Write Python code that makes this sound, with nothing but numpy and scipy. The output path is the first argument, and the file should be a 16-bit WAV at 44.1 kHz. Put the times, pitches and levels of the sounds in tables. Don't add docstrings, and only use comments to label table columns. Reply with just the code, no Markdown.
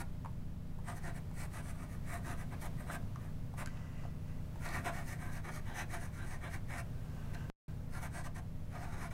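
import sys
import numpy as np
from scipy import signal
from scipy.fft import rfft, irfft, next_fast_len
from scipy.io import wavfile
from scipy.ndimage import uniform_filter1d

SR = 44100
rng = np.random.default_rng(int(sys.argv[2]) if len(sys.argv) > 2 else 0)


def master(y):
    cut = np.clip(np.atleast_2d(y).T, -1, 1)
    pcm = np.round(cut * 32767)
    wavfile.write(sys.argv[1], SR, pcm.astype(np.int16))


N = 402626

# multiple of the turning rate, average level in dB.
SHAFT_TONES = [(1.037, -47), (2, -63.5), (2.98, -56), (4.03, -58), (4.957, -56), (6.08, -55), (6.97, -53.5),
               (10.96, -51.5), (13, -58), (14.16, -71.5), (9.14, -62.5), (16.15, -65), (18, -67),
               (22.1, -72), (25.7, -78.5), (27.3, -77.5), (29.1, -81)]
SHAFT_HZ = 14.071
# pitch in Hz, average level in dB.
MOTOR_AND_MAINS = [(17.65, -51.5), (35.29, -67), (119.97, -57), (257.6, -65), (479.9, -74), (608.3, -72)]
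# frequency in Hz, level in dB per Hz.
AIR_COLOUR = [(10, -73.5), (30, -81), (60, -74.5), (125, -67), (160, -76), (240, -78), (290, -88.5),
              (450, -89), (610, -90.5), (720, -92.5), (1500, -99), (3000, -106), (7000, -112),
              (15000, -114)]

# time in seconds, level in dB.
HAND_SLIDES = [
    [(3.64, -75), (3.7, -60), (3.8, -63), (3.9, -64.5), (4.0, -64.5), (4.05, -59), (4.12, -71), (4.24, -73),
     (4.28, -63), (4.4, -78)],
    [(6.84, -81), (7.0, -71), (7.2, -63.5), (7.3, -67), (7.4, -59.5), (7.5, -67), (7.72, -69.5),
     (7.85, -86)],
]
SLIDE_PAGE_HZ = [1914, 1530]
# centre in Hz, width in Hz, relative level in dB.
SKIN_MODES = [(1070, 1440, 3), (2530, 600, -1), (4530, 4300, -12)]

# start in seconds, level in dB,
# sharp tick setting in dB against that level, knock pitch in Hz.
TOUCHES = [(0.248, -40, -23, 1010), (0.259, -38, -25, 910), (0.788, -48.5, -21, 910),
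           (1.313, -47.5, -20, 850), (2.901, -35, -31, 1400), (3.159, -43, -17, 1160),
           (3.288, -57, -21, 610), (3.539, -45.5, -19, 810), (3.66, -43.5, -2, 1480),
           (3.673, -41, -11, 1580), (3.771, -54.5, -9, 2620), (3.994, -53, -18, 1920),
           (4.036, -54, -31, 905), (4.052, -41.5, -31, 686), (4.558, -47, -17, 900),
           (4.689, -49, -7.5, 4260), (6.704, -44, -22, 1630), (7.346, -53.5, -13, 4170)]

# middle in seconds,
# length in seconds, page level in dB, relative pressure in dB.
PEN_STROKES = [(0.005, 0.034, -48, 0.5), (0.892, 0.073, -54.5, 1.5), (0.968, 0.039, -56, -2.5),
               (1.067, 0.073, -53.5, 2), (1.165, 0.041, -57, -1.5), (1.406, .091, -51, -2.5),
               (1.562, 0.086, -53.5, 0), (1.677, 0.085, -57, -2), (1.805, 0.098, -59.5, 0),
               (1.926, 0.067, -58.5, -1.5), (2.123, .108, -51, 0), (2.294, 0.085, -49.5, 2),
               (2.403, 0.056, -53, -0.5), (2.529, 0.035, -56, 5.5), (2.641, 0.059, -53, -0.5),
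               (2.81, .068, -61, 2), (2.896, 0.049, -52, 5), (2.936, 0.049, -46.5, 0),
               (3.24, 0.096, -65.5, 1.5), (3.606, 0.048, -45.5, 1), (4.668, 0.093, -47, -2),
               (4.752, 0.1, -46, -1.5), (4.871, 0.051, -40, 1.5), (4.972, 0.1, -50, -1.5),
               (5.1, 0.089, -48.5, -4.5), (5.247, 0.11, -52.5, -0.5), (5.355, 0.065, -49, -3),
               (5.472, 0.053, -50, 2), (5.554, .076, -54, -5), (5.693, 0.075, -51, 1.5),
               (5.793, 0.071, -45, -1.5), (5.942, 0.078, -47, -0.5), (6.036, 0.082, -52.5, -3.5),
               (6.163, .067, -56, -2.5), (6.219, 0.065, -54, 3), (6.281, 0.071, -53, -4),
               (6.33, .072, -53.5, -2.5), (6.451, 0.058, -49.5, 2), (6.539, 0.06, -48.5, -3),
               (6.74, 0.085, -48, -0.5), (6.791, 0.04, -47.5, -3.5), (7.345, 0.021, -52, 0),
               (7.96, 0.079, -53.5, 1), (8.039, .064, -52.5, 0), (8.173, 0.086, -52.5, 0.5),
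               (8.258, 0.037, -49.5, 1), (8.374, 0.041, -53, 0.5), (8.74, 0.054, -57.5, 5.5),
               (8.819, .086, -52.5, 2.5), (8.948, 0.15, -57, 3), (9.028, 0.084, -53, 2.5),
               (9.121, .026, -54, 3.5)]
# first second it applies, then levels of tip, tines and desk
# in dB against the page.
NIB_ANGLES = [(0, -4.5, -11.5, 1), (4.4, -10.5, -13.5, -0.5), (7.7, -6, -8.5, 1)]
# centre in Hz, width in Hz, relative level in dB.
TIP_MODES = [(7510, 250, -5.5), (8620, 940, -3), (9540, 690, -1.5), (11000, 1520, -7), (12310, 900, -6.5),
             (13100, 1400, -11.5), (14800, 1800, -17)]
# centre in Hz, width in Hz, relative level in dB.
TINE_MODES = [(4480, 780, 0), (5020, 380, -2), (6104, 350, 3), (6424, 410, 2.5)]
# centre in Hz, width in Hz, relative level in dB.
PAGE_MODES = [(1405, 163, 1.5), (1625, 201, 1), (1833, 154, 1), (2195, 162, -4.5), (2620, 194, -9.5),
              (3295, 730, -14.5), (3877, 240, -13)]
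# centre in Hz, width in Hz, relative level in dB.
DESK_MODES = [(329.3, 102, -2.5), (606, 61, 0), (695.6, 60, 3.5), (853, 120, -0.5), (1043, 82, -0.5),
              (1222, 206, 0)]

FIBRES_PER_S, FIBRE_SCATTER_DB = 9000, 0.5
NIB_DB_PER_PRESSURE_DB, DESK_DB_PER_PRESSURE_DB = -0.94, 0.84
RASP_DB, REST_OF_PAGE_DB, REST_OF_PAGE_DB_PER_PRESSURE_DB = -3.5, -2, 0.42
EDGE_DB, SQUARENESS = -6.5, 2.64
RISE_SHARE = 0.57
LAG_SHARE = 0.044

ROOM_TOP_HZ, ROOM_FADE_S, ROOM_DB = 4260, 0.17, -12.0
DROP_S, BACK_S = 7.4997, 7.6808
OFFSET, TOP_HZ = -.0016, 15750


def amp(db):
    return 10 ** (np.asarray(db) / 20)


def unit(x):
    return x / np.sqrt(np.mean(x ** 2))


def walk(rate):
    hold = int(SR / rate)
    steps = np.repeat(rng.standard_normal(N // hold + 1), hold)
    smooth = uniform_filter1d(uniform_filter1d(steps, hold), hold)
    return 1.3 * smooth[:N]


def band(x, hz, width):
    edges = [hz - width / 2, hz + width / 2]
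    return signal.sosfilt(signal.butter(2, edges, "bandpass", fs=SR, output="sos"), x)


def ring(x, modes, shift_db):
    power = sum(amp(db) ** 2 * width for _, width, db in modes) * 2 / SR
    total = 0
    for hz, width, db in modes:
        moving = x * amp(shift_db * walk(12))
        total = total + amp(db) * band(moving, hz, width)
    return total / np.sqrt(power)


def fibres(rate, scatter_db):
    caught = rng.random(N) < rate / SR
    size = rng.standard_normal(N) * amp(scatter_db * rng.exponential(size=N))
    return unit(caught * size)


def hum():
    t, total = np.arange(N) / SR, np.zeros(N)
    tones = [(SHAFT_HZ * multiple, db) for multiple, db in SHAFT_TONES] + MOTOR_AND_MAINS
    for hz, db in tones:
        level = np.sqrt(2) * amp(db + 1.25 * walk(3))
        total += level * np.sin(2 * np.pi * (hz * t + rng.random()))
    return total


def air():
    size = next_fast_len(N)
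    hz, db = np.transpose(AIR_COLOUR)
    bins_hz = np.arange(size // 2 + 1) * SR / size
    colour_db = np.interp(np.log(bins_hz + 1), np.log(hz), db)
    spectrum = rfft(rng.standard_normal(size)) * amp(colour_db) * np.sqrt(SR / 2)
    return irfft(spectrum, size)[:N] * amp(1.3 * walk(2.395))


def hand():
    t, out = np.arange(N) / SR, np.zeros(N)
    rub = fibres(12000, 1.2) * amp(1.2 * walk(25))
    for slide, page_hz in zip(HAND_SLIDES, SLIDE_PAGE_HZ):
        times, levels_db = np.transpose(slide)
        drag = rub * amp(np.interp(t, times, levels_db, left=-200, right=-200))
        out += ring(drag, SKIN_MODES + [(page_hz, 160, 5.5)], 1.1)
    return out


def taps():
    out, t = np.zeros(N), np.arange(2000) / SR
    for start_s, db, tick_db, hz in TOUCHES:
        noise = rng.standard_normal(len(t))
        swell = 1 - np.exp(-t / 0.00034)
        knock = np.sin(2 * np.pi * hz * t) * np.exp(-t / 0.0031) * swell * 1.47
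        rattle = band(noise * np.exp(-t / .006), 1.15 * hz, .8 * hz) * 1.5
        tick = band(noise * np.exp(-t / 0.0014), 7300, 6800) * 2.8 * amp(tick_db)
        first = int(start_s * SR)
        out[first:first + len(t)] += amp(db) * (knock + rattle + tick)
    return out


def nib():
    t = np.arange(N) / SR
    powers = np.zeros((5, N))
    late = np.array([[0], [0], [0], [1], [1]])
    for middle_s, length, db, pressure in PEN_STROKES:
        _, tip, tines, desk = [word for word in NIB_ANGLES if word[0] <= middle_s][-1]
        damp = NIB_DB_PER_PRESSURE_DB * pressure
        rest_of_page = REST_OF_PAGE_DB + REST_OF_PAGE_DB_PER_PRESSURE_DB * pressure
        load = DESK_DB_PER_PRESSURE_DB * pressure
        parts_db = db + np.array([tip + damp, tines + damp, RASP_DB, rest_of_page, desk + load])
        near = slice(max(int((middle_s - 2 * length) * SR), 0), int((middle_s + 2 * length) * SR))
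        middles = middle_s + LAG_SHARE * length * late
        since = (t[near] - middles) / length + .5 - RISE_SHARE
        away = np.maximum(-since / RISE_SHARE, since / (1 - RISE_SHARE))
        powers[:, near] += amp(parts_db[:, None] + EDGE_DB * away ** SQUARENESS) ** 2
    gains = np.sqrt(powers) * amp(1.82 * walk(60))
    clicks = fibres(FIBRES_PER_S, FIBRE_SCATTER_DB)
    rasp_modes, rest_modes = PAGE_MODES[2:4], PAGE_MODES[:2] + PAGE_MODES[4:]
    bodies = (TIP_MODES, TINE_MODES, rasp_modes, rest_modes, DESK_MODES)
    return sum(ring(clicks * gain, modes, 1.83) for gain, modes in zip(gains, bodies))


def room_echoes(dry_sound):
    t = np.arange(SR // 4) / SR
    fade = np.exp(-np.log(1000) * t / ROOM_FADE_S) * (t > .003)
    echoes = rng.standard_normal(len(t)) * fade
    echoes = signal.lfilter(*signal.butter(1, ROOM_TOP_HZ, fs=SR), echoes)
    return signal.fftconvolve(dry_sound, echoes / np.sqrt(np.sum(echoes ** 2)))[:N]


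def scene():
    at_desk = hand() + taps() + nib()
    return (hum() + air() + at_desk + amp(ROOM_DB) * room_echoes(at_desk))[None]


def record(dry):
    t = np.arange(N) / SR
    since = np.maximum(t - DROP_S, 0)
    live = np.where(t < DROP_S, 1, np.clip((t - BACK_S) / .001, 0, 1))
    drain = .0055 * np.exp(-since / .01)
    spike = .05 * (np.exp(-since / .0003) - np.exp(-since / .00005))
    pop = (t >= DROP_S) * (drain - spike)
    top_cut = signal.ellip(10, .2, 65, TOP_HZ, fs=SR, output="sos")
    return signal.sosfilt(top_cut, (dry + OFFSET) * live + pop)


dry = scene()
out = record(dry)
master(out)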